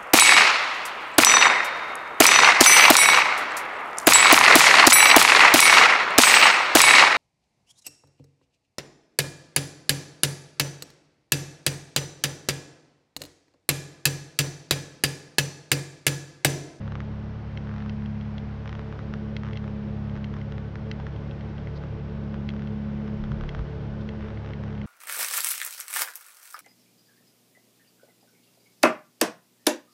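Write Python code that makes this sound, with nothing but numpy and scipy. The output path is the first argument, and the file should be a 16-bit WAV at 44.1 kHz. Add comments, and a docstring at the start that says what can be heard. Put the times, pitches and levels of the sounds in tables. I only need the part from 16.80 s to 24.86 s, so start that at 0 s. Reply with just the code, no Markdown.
"""An engine runs steadily some way off while someone walks slowly along a street at night with a body-worn camera.
Engine: tones at orders of the cycle rate, dipping at the nulls of reflections, plus throbbing resonant noise.
Shoes: ringing ticks of grit and scuffs of noise band. Worn gear: filtered clicks, single or in short runs.
Buffets on the microphone are short wavering low cycles; the street behind is coloured noise."""
import sys
import numpy as np
from scipy import signal
from scipy.fft import rfft, irfft
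from scipy.io import wavfile

SR = 44100
rng = np.random.default_rng(int(sys.argv[2]) if len(sys.argv) > 2 else 0)


def generate_wav(sig):
    """Save sig (samples, or channels by samples) to the path in sys.argv[1] as 16-bit PCM at SR."""
    pcm = np.round(np.clip(np.atleast_2d(sig).T, -1, 1) * 32767).astype(np.int16)
    wavfile.write(sys.argv[1], SR, pcm)


N = 355446
T = np.arange(N) / SR

# engine speed before jitter: (time [s], cycle rate [Hz])
ENGINE_SPEED = [(0.0, 35.2), (0.61, 35.45), (0.78, 35.04), (1.95, 35.3), (2.06, 35.4), (2.76, 35.18),
                (2.85, 34.84), (3.75, 34.87), (3.97, 35.45), (5.12, 35.51), (5.3, 35.23), (6.49, 35.27),
                (6.6, 35.45), (6.96, 35.36), (7.61, 35.3), (8.06, 34.8)]
# hum tones before sway and nulls: (order [per cycle], rms level [dB])
HUM_TONES = [(1, -56), (2, -39.5), (2.5, -57.5), (3, -37), (3.33, -53), (4, -36.5), (5, -43), (6, -30.5)]
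# reflection nulls on the walk: (time [s], order [per cycle], half width [s], depth [dB])
REFLECTION_NULLS = [(.12, 6, 0.37, -8.5), (.55, 4, .18, -7), (.65, 6, .36, -13.5), (1.85, 6, 0.45, -10.5),
                    (1.93, 4, .6, -4), (2.15, 5, 2.5, -8.5), (2.16, 6, 0.12, -21), (2.2, 3, .4, -2.5),
                    (2.73, 6, 0.13, -5.5), (3.72, 6, 0.54, -6), (3.928, 6, 0.071, -16.5),
                    (3.989, 4, 0.094, -4), (4.33, 6, 0.18, -22.5), (4.539, 6, 0.056, -7),
                    (4.64, 3, 0.81, -4), (4.7, 4, 0.27, -2.5), (5.0, 6, 0.66, -22.5), (6.581, 3, 1, -6),
                    (6.709, 6, .12, -14.5), (6.92, 6, .35, -16), (7.439, 4, 0.26, -9),
                    (7.52, 5, 0.31, -10.5), (7.67, 6, .34, -14)]
# weak wavering tones before exposure: (order [per cycle], rms level [dB])
UPPER_TONES = [(7, -67.5), (8, -61.5), (9, -62), (10, -59), (11, -63), (12.4, -56), (12.7, -62.5),
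               (14, -63.5), (15.5, -58.5), (16, -65), (18, -61), (24, -72)]
# resonances in the rush of air, before throb and exposure: (centre [Hz], width per pass [Hz], rms level [dB])
AIR_RESONANCES = [(107.9, 25, -46.5), (335.4, 50, -54.5), (435.9, 31, -53.5), (551, 35, -58.5),
                  (833, 110, -65), (1497, 76, -66), (3040, 1300, -69.5)]
# gain on upper tones and air, how openly they are heard: (time [s], gain [dB])
ENGINE_EXPOSURE = [(0, -1.5), (1.5, -6.5), (2.3, 1.5), (3.3, 0), (4.5, 1.2), (5.5, 1.8), (6.3, 1.6),
                   (7.2, 3.5), (8.06, 2)]
# grit under the shoes, levels before the common gain: (time [s], peak [dB], trim of the first ring [dB])
GRIT_TICKS = [(0.7729, -30, -7.5), (1.0942, -34, -18), (1.2585, -37.5, -15), (1.41, -39.5, -13),
              (1.58, -32.5, -16), (2.5651, -26, -9.5), (2.7314, -34, -8), (2.7554, -38, -3),
              (2.7713, -29, -15), (3.295, -41, -10), (3.4423, -30, -11.5), (3.6135, -38, -3),
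              (4.1131, -26, -9.5), (4.3608, -41, -13), (4.51, -39, -17), (4.608, -39, -6),
              (4.78, -41.5, -14), (4.8713, -36, 7), (5.689, -26, -8), (5.701, -38, -17), (5.872, -39, -10),
              (6.6902, -30, -9), (7.289, -31.5, -8.5), (7.5724, -38.5, -1), (7.7338, -33.5, -6),
              (7.9776, -44, -5), (8.0145, -34.5, -2)]
# rings of a tick before trim and scatter: (frequency [Hz], relative level [dB], t60 [s])
GRIT_RINGS = [(2080, 6, 0.012), (1390, -12, 0.02), (2660, -3, 0.014), (3262, -1, 0.015), (4120, -5, 0.0094),
              (5830, -13.5, .007)]
# soles on asphalt: (centre time [s], 1/e half length [s], centre [Hz], width per pass [Hz], level [dB])
SOLE_SCUFFS = [(.98, 0.15, 1400, 880, -60), (1.876, 0.024, 3500, 4000, -74),
               (2.765, 0.011, 3200, 499.9, -51), (3.573, 0.038, 1300, 1400, -54),
               (4.201, 0.0083, 800, 700, -44), (4.966, 0.015, 4040, 1790, -56),
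               (7.214, .008, 3478, 1977, -56), (7.457, 0.077, 1600, 1190, -55.5),
               (7.88, 0.042, 1390, 1000, -55.5)]
# single clicks of shifting gear, before the common gain: (time [s], level [dB])
GEAR_CLICKS = [(0.077, -31.5), (0.1199, -29), (0.153, -26.5), (0.2028, -27.5), (1.06, -31.5), (1.221, -38),
               (1.8757, -31.5), (1.9923, -30), (2.1245, -32), (2.19, -29.5), (2.3372, -25.5),
               (2.6331, -28.5), (3.5384, -32.5), (3.5655, -32.5), (3.9549, -29.5), (4.1994, -36),
               (4.266, -29.5), (5.036, -32), (5.5415, -30.5), (6.2779, -34), (6.4381, -30.5),
               (6.5171, -28.5), (6.609, -29.5), (6.6358, -31), (6.7477, -26), (6.791, -30), (7.836, -30.5)]
# runs of slips, before scatter and the common gain: (start [s], length [s], slip rate [1/s], level [dB])
GEAR_CREAKS = [(0.871, .17, 45, -35.5), (1.857, .05, 62, -31.5), (1.927, .045, 43, -31),
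               (2.647, .068, 100, -35), (2.841, .05, 26, -33.5), (3.354, .027, 100, -35),
               (3.721, .07, 16.8, -33), (5.737, .09, 38, -36), (7.407, .116, 54.6, -36.5),
               (7.646, .068, 68, -35.5), (7.879, .09, 38, -37)]
# response of the gear to a slip: (frequency [Hz], relative level [dB])
GEAR_RESPONSE = [(300, -18), (750, -4.5), (1200, 2), (1800, -2.5), (2400, -10.5), (3200, -12.5),
                 (3900, -17.5), (4400, -26), (5600, -23), (7000, -36.5), (8200, -57)]
# pushes on the microphone: (centre time [s], exp(-2) half length [s], mean pitch [Hz], level [dB])
MIC_BUFFETS = [(0.29, 0.055, 310.5, -48), (6.427, 0.09, 41.9, -33.5), (6.514, .04, 121, -30.5),
               (6.547, 0.041, 48, -31.5), (6.645, 0.081, 36, -32), (6.763, 0.053, 39.3, -39),
               (6.812, .04, 60.1, -27), (7.11, 0.065, 37.64, -41)]
# spectrum shape of the street: (frequency [Hz], relative density [dB])
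STREET_SPECTRUM = [(15, -18), (30, 1), (60, 10.5), (120, 2), (240, 5), (400, -3), (700, -2.5), (1500, -8.5),
                   (2100, -12.5), (2500, -16), (3200, -20), (3700, -22.5), (5600, -28.5), (7500, -45),
                   (10000, -57.5)]


def undb(db):
    """Decibels to amplitude gain."""
    return 10 ** (np.asarray(db) / 20)


def unit(x):
    """Scale to rms 1."""
    return x / np.sqrt(np.mean(x ** 2))


def curve(rows):
    """Interpolate (time, value) rows to one value per sample."""
    time_s, value = np.transpose(rows)
    return np.interp(T, time_s, value)


def drift(rate_hz):
    """Smooth random curve of rms 1: noise under a Gaussian lowpass."""
    f_hz = np.fft.rfftfreq(N, 1 / SR)
    spectrum = rfft(rng.standard_normal(N)) * np.exp(-(f_hz / rate_hz) ** 2)
    return unit(irfft(spectrum, N))


def colour(x, points):
    """Minimum-phase filter with a (Hz, dB) response, via the folded cepstrum."""
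    hz, db = np.transpose(points)
    f_hz = np.fft.rfftfreq(N, 1 / SR)
    response_db = np.interp(np.log(f_hz + 1), np.log(hz), db)
    cepstrum = irfft(np.log(undb(response_db)), N)
    cepstrum[1:N // 2] *= 2
    cepstrum[N // 2 + 1:] = 0
    return irfft(rfft(x) * np.exp(rfft(cepstrum)), N)


def resonate(x, hz, width_hz):
    """Two-pole resonance."""
    b, a = signal.iirpeak(hz, hz / width_hz, fs=SR)
    return signal.lfilter(b, a, x)


def noise_band(x, hz, width_hz):
    """Two passes of one resonance, scaled to rms 1."""
    return unit(resonate(resonate(x, hz, width_hz), hz, width_hz))


def add(out, time_s, sound):
    """Mix a short sound in, cut at the end of the scene."""
    i = max(int(time_s * SR), 0)
    room = len(out[i:i + len(sound)])
    out[i:i + room] += sound[:room]


def engine():
    """Two cylinders fire once each per cycle, giving tones at orders of the cycle rate and a rush of air."""
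    rate_hz = curve(ENGINE_SPEED) * (1 + 0.0019 * drift(10.2))
    turn_rad = 2 * np.pi * np.cumsum(rate_hz) / SR
    upper_and_air = np.sqrt(2) * upper_tones(turn_rad) + air_rush(turn_rad)
    return np.sqrt(2) * hum_tones(turn_rad) + undb(curve(ENGINE_EXPOSURE)) * upper_and_air


def hum_tones(turn_rad, odd_lag_rad=0.54, scatter_rad=0.095, sway_db=0.5, flutter=0.091):
    """Uneven firings shift odd orders against even ones; shorter waves drift more in phase on the walk."""
    hum = np.zeros(N)
    for order, db in HUM_TONES:
        phase_rad = order * (turn_rad + order % 2 * odd_lag_rad + scatter_rad * drift(0.7))
        gain = undb(db + sway_db * drift(4.9)) * null_gain(order) * (1 + flutter * drift(28))
        hum -= gain * np.cos(phase_rad)
    return hum


def null_gain(order):
    """Reflections cancel a tone in places: its gain dips through each null of its rounded order."""
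    power = np.ones(N)
    for time_s, null_order, half_width_s, depth_db in REFLECTION_NULLS:
        if round(null_order) == round(order):
            dip = 1 / (1 + ((T - time_s) / half_width_s) ** 2)
            power *= 1 - (1 - undb(depth_db) ** 2) * dip
    return np.sqrt(power)


def upper_tones(turn_rad, waver_rad=0.5, sway_db=1.2):
    """Weak upper orders arrive by scattered paths, so level and phase waver."""
    upper = np.zeros(N)
    for order, db in UPPER_TONES:
        gain = undb(db + sway_db * drift(1.6))
        phase_rad = order * turn_rad + waver_rad * drift(1.7) + rng.uniform(0, 2 * np.pi)
        upper += gain * np.sin(phase_rad)
    return upper


def air_rush(turn_rad, throb=0.38):
    """Resonant bands of noise throb with each firing, twice a cycle."""
    air = np.zeros(N)
    for hz, width_hz, db in AIR_RESONANCES:
        air += undb(db) * noise_band(rng.standard_normal(N), hz, width_hz)
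    return air * (1 + throb * np.sin(2 * turn_rad))


def ticks(crack=0.27, crack_decay_s=0.0031, gain_db=2.5, hardness=0.24, delay_s=0.001):
    """A grain snaps under the sole: a short noise crack and a few fast decaying rings."""
    out, t = np.zeros(N), T[:SR // 20]
    hz, ring_db, t60_s = np.transpose(GRIT_RINGS)
    signs = (-1) ** np.arange(len(hz))
    decays = np.exp(-np.log(1000) * t / t60_s[:, None])
    loudest_db = max(row[1] for row in GRIT_TICKS)
    for time_s, peak_db, first_ring_db in GRIT_TICKS:
        # softer snaps excite the last two (highest) rings and the crack less
        softness = undb(hardness * (peak_db - loudest_db))
        gains = undb(ring_db + rng.standard_normal(len(hz)))
        gains[0] *= undb(first_ring_db + 6)
        gains[-2:] *= softness
        pitch_hz = hz * (1 + 0.018 * rng.standard_normal(len(hz)))
        rings = np.sin(2 * np.pi * pitch_hz[:, None] * t) * decays
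        snap = unit(resonate(rng.standard_normal(len(t)), 2400, 3000)) * np.exp(-t / crack_decay_s)
        tick = (gains * signs) @ rings + crack * softness * snap
        add(out, time_s + delay_s, tick / np.abs(tick).max() * undb(peak_db + gain_db))
    return out


def scuffs(grain_db=3):
    """A sole drags over rough asphalt: a brief grainy band of noise."""
    out, grain = np.zeros(N), undb(grain_db * drift(200))
    for time_s, half_length_s, hz, width_hz, db in SOLE_SCUFFS:
        rub = noise_band(grain * rng.standard_normal(N), hz, width_hz)
        out += undb(db) * rub * np.exp(-((T - time_s) / half_length_s) ** 2)
    return out


def dull(x, top_hz=6200):
    """Small sounds at the feet lose their top on the way up the body."""
    return signal.sosfilt(signal.butter(8, top_hz, fs=SR, output="sos"), x)


def creaks(rub=0.078, rub_decay_s=0.0016, gain_db=3, faint_db=-17, delay_s=0.001438):
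    """Stick and slip: each release is a click with a brief rub, then two much fainter slips."""
    out, t = np.zeros(N), T[:SR // 50]
    body = colour(signal.unit_impulse(N), GEAR_RESPONSE)[:len(t)]
    body /= np.abs(body).max()
    for time_s, level_db in GEAR_CLICKS + slips():
        push = rub * rng.standard_normal(len(t)) * np.exp(-t / rub_decay_s)
        push[0] = 1
        slip = np.convolve(push, body)
        # equal energy to the plain click of this level
        slip *= undb(level_db + gain_db) * np.linalg.norm(body) / np.linalg.norm(slip)
        onset_s = time_s + delay_s
        add(out, onset_s, slip)
        for lag, size in rng.standard_normal((2, 2)):
            add(out, onset_s + 0.028 * abs(lag), slip * undb(faint_db + 2 * size))
    return out


def slips(gap_jitter=0.09, scatter_db=-0.6):
    """Time and level of each slip under a steady pull: nearly even, until the pull ends."""
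    out = []
    for start_s, length_s, rate_hz, db in GEAR_CREAKS:
        time_s = start_s
        for gap, size in rng.standard_normal((16, 2)):
            if time_s < start_s + length_s:
                out.append((time_s, db + scatter_db * size))
            time_s += np.exp(gap_jitter * gap) / rate_hz
    return out


def buffets(wobble=0.17):
    """Soft pushes of air and cloth: short swells of a tone with unsteady pitch."""
    out, unrest = np.zeros(N), drift(40)
    for time_s, half_length_s, hz, db in MIC_BUFFETS:
        phase_rad = 2 * np.pi * np.cumsum(hz * (1 + wobble * unrest)) / SR
        swell = np.exp(-2 * ((T - time_s) / half_length_s) ** 2)
        out += np.sqrt(2) * undb(db) * swell * np.sin(phase_rad)
    return out


def street(level_db=-45, swell_db=0.5):
    """Distant town noise: coloured noise that swells a little."""
    noise = unit(colour(rng.standard_normal(N), STREET_SPECTRUM))
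    return noise * undb(level_db + swell_db * drift(1.6))


def scene():
    """Sum the engine, the walker's own small sounds and the street into one channel."""
    shoes = dull(ticks() + scuffs())
    return (engine() + shoes + creaks() + buffets() + street())[None]


def record(dry, top_hz=10400, fade_s=0.004):
    """The small recorder cuts the top; both ends are faded."""
    fade = np.minimum(1, np.minimum(T, T[::-1]) / fade_s)
    lowpass = signal.ellip(8, 0.2, 70, top_hz, fs=SR, output="sos")
    return signal.sosfilt(lowpass, dry * fade)


dry = scene()
out = record(dry)
generate_wav(out)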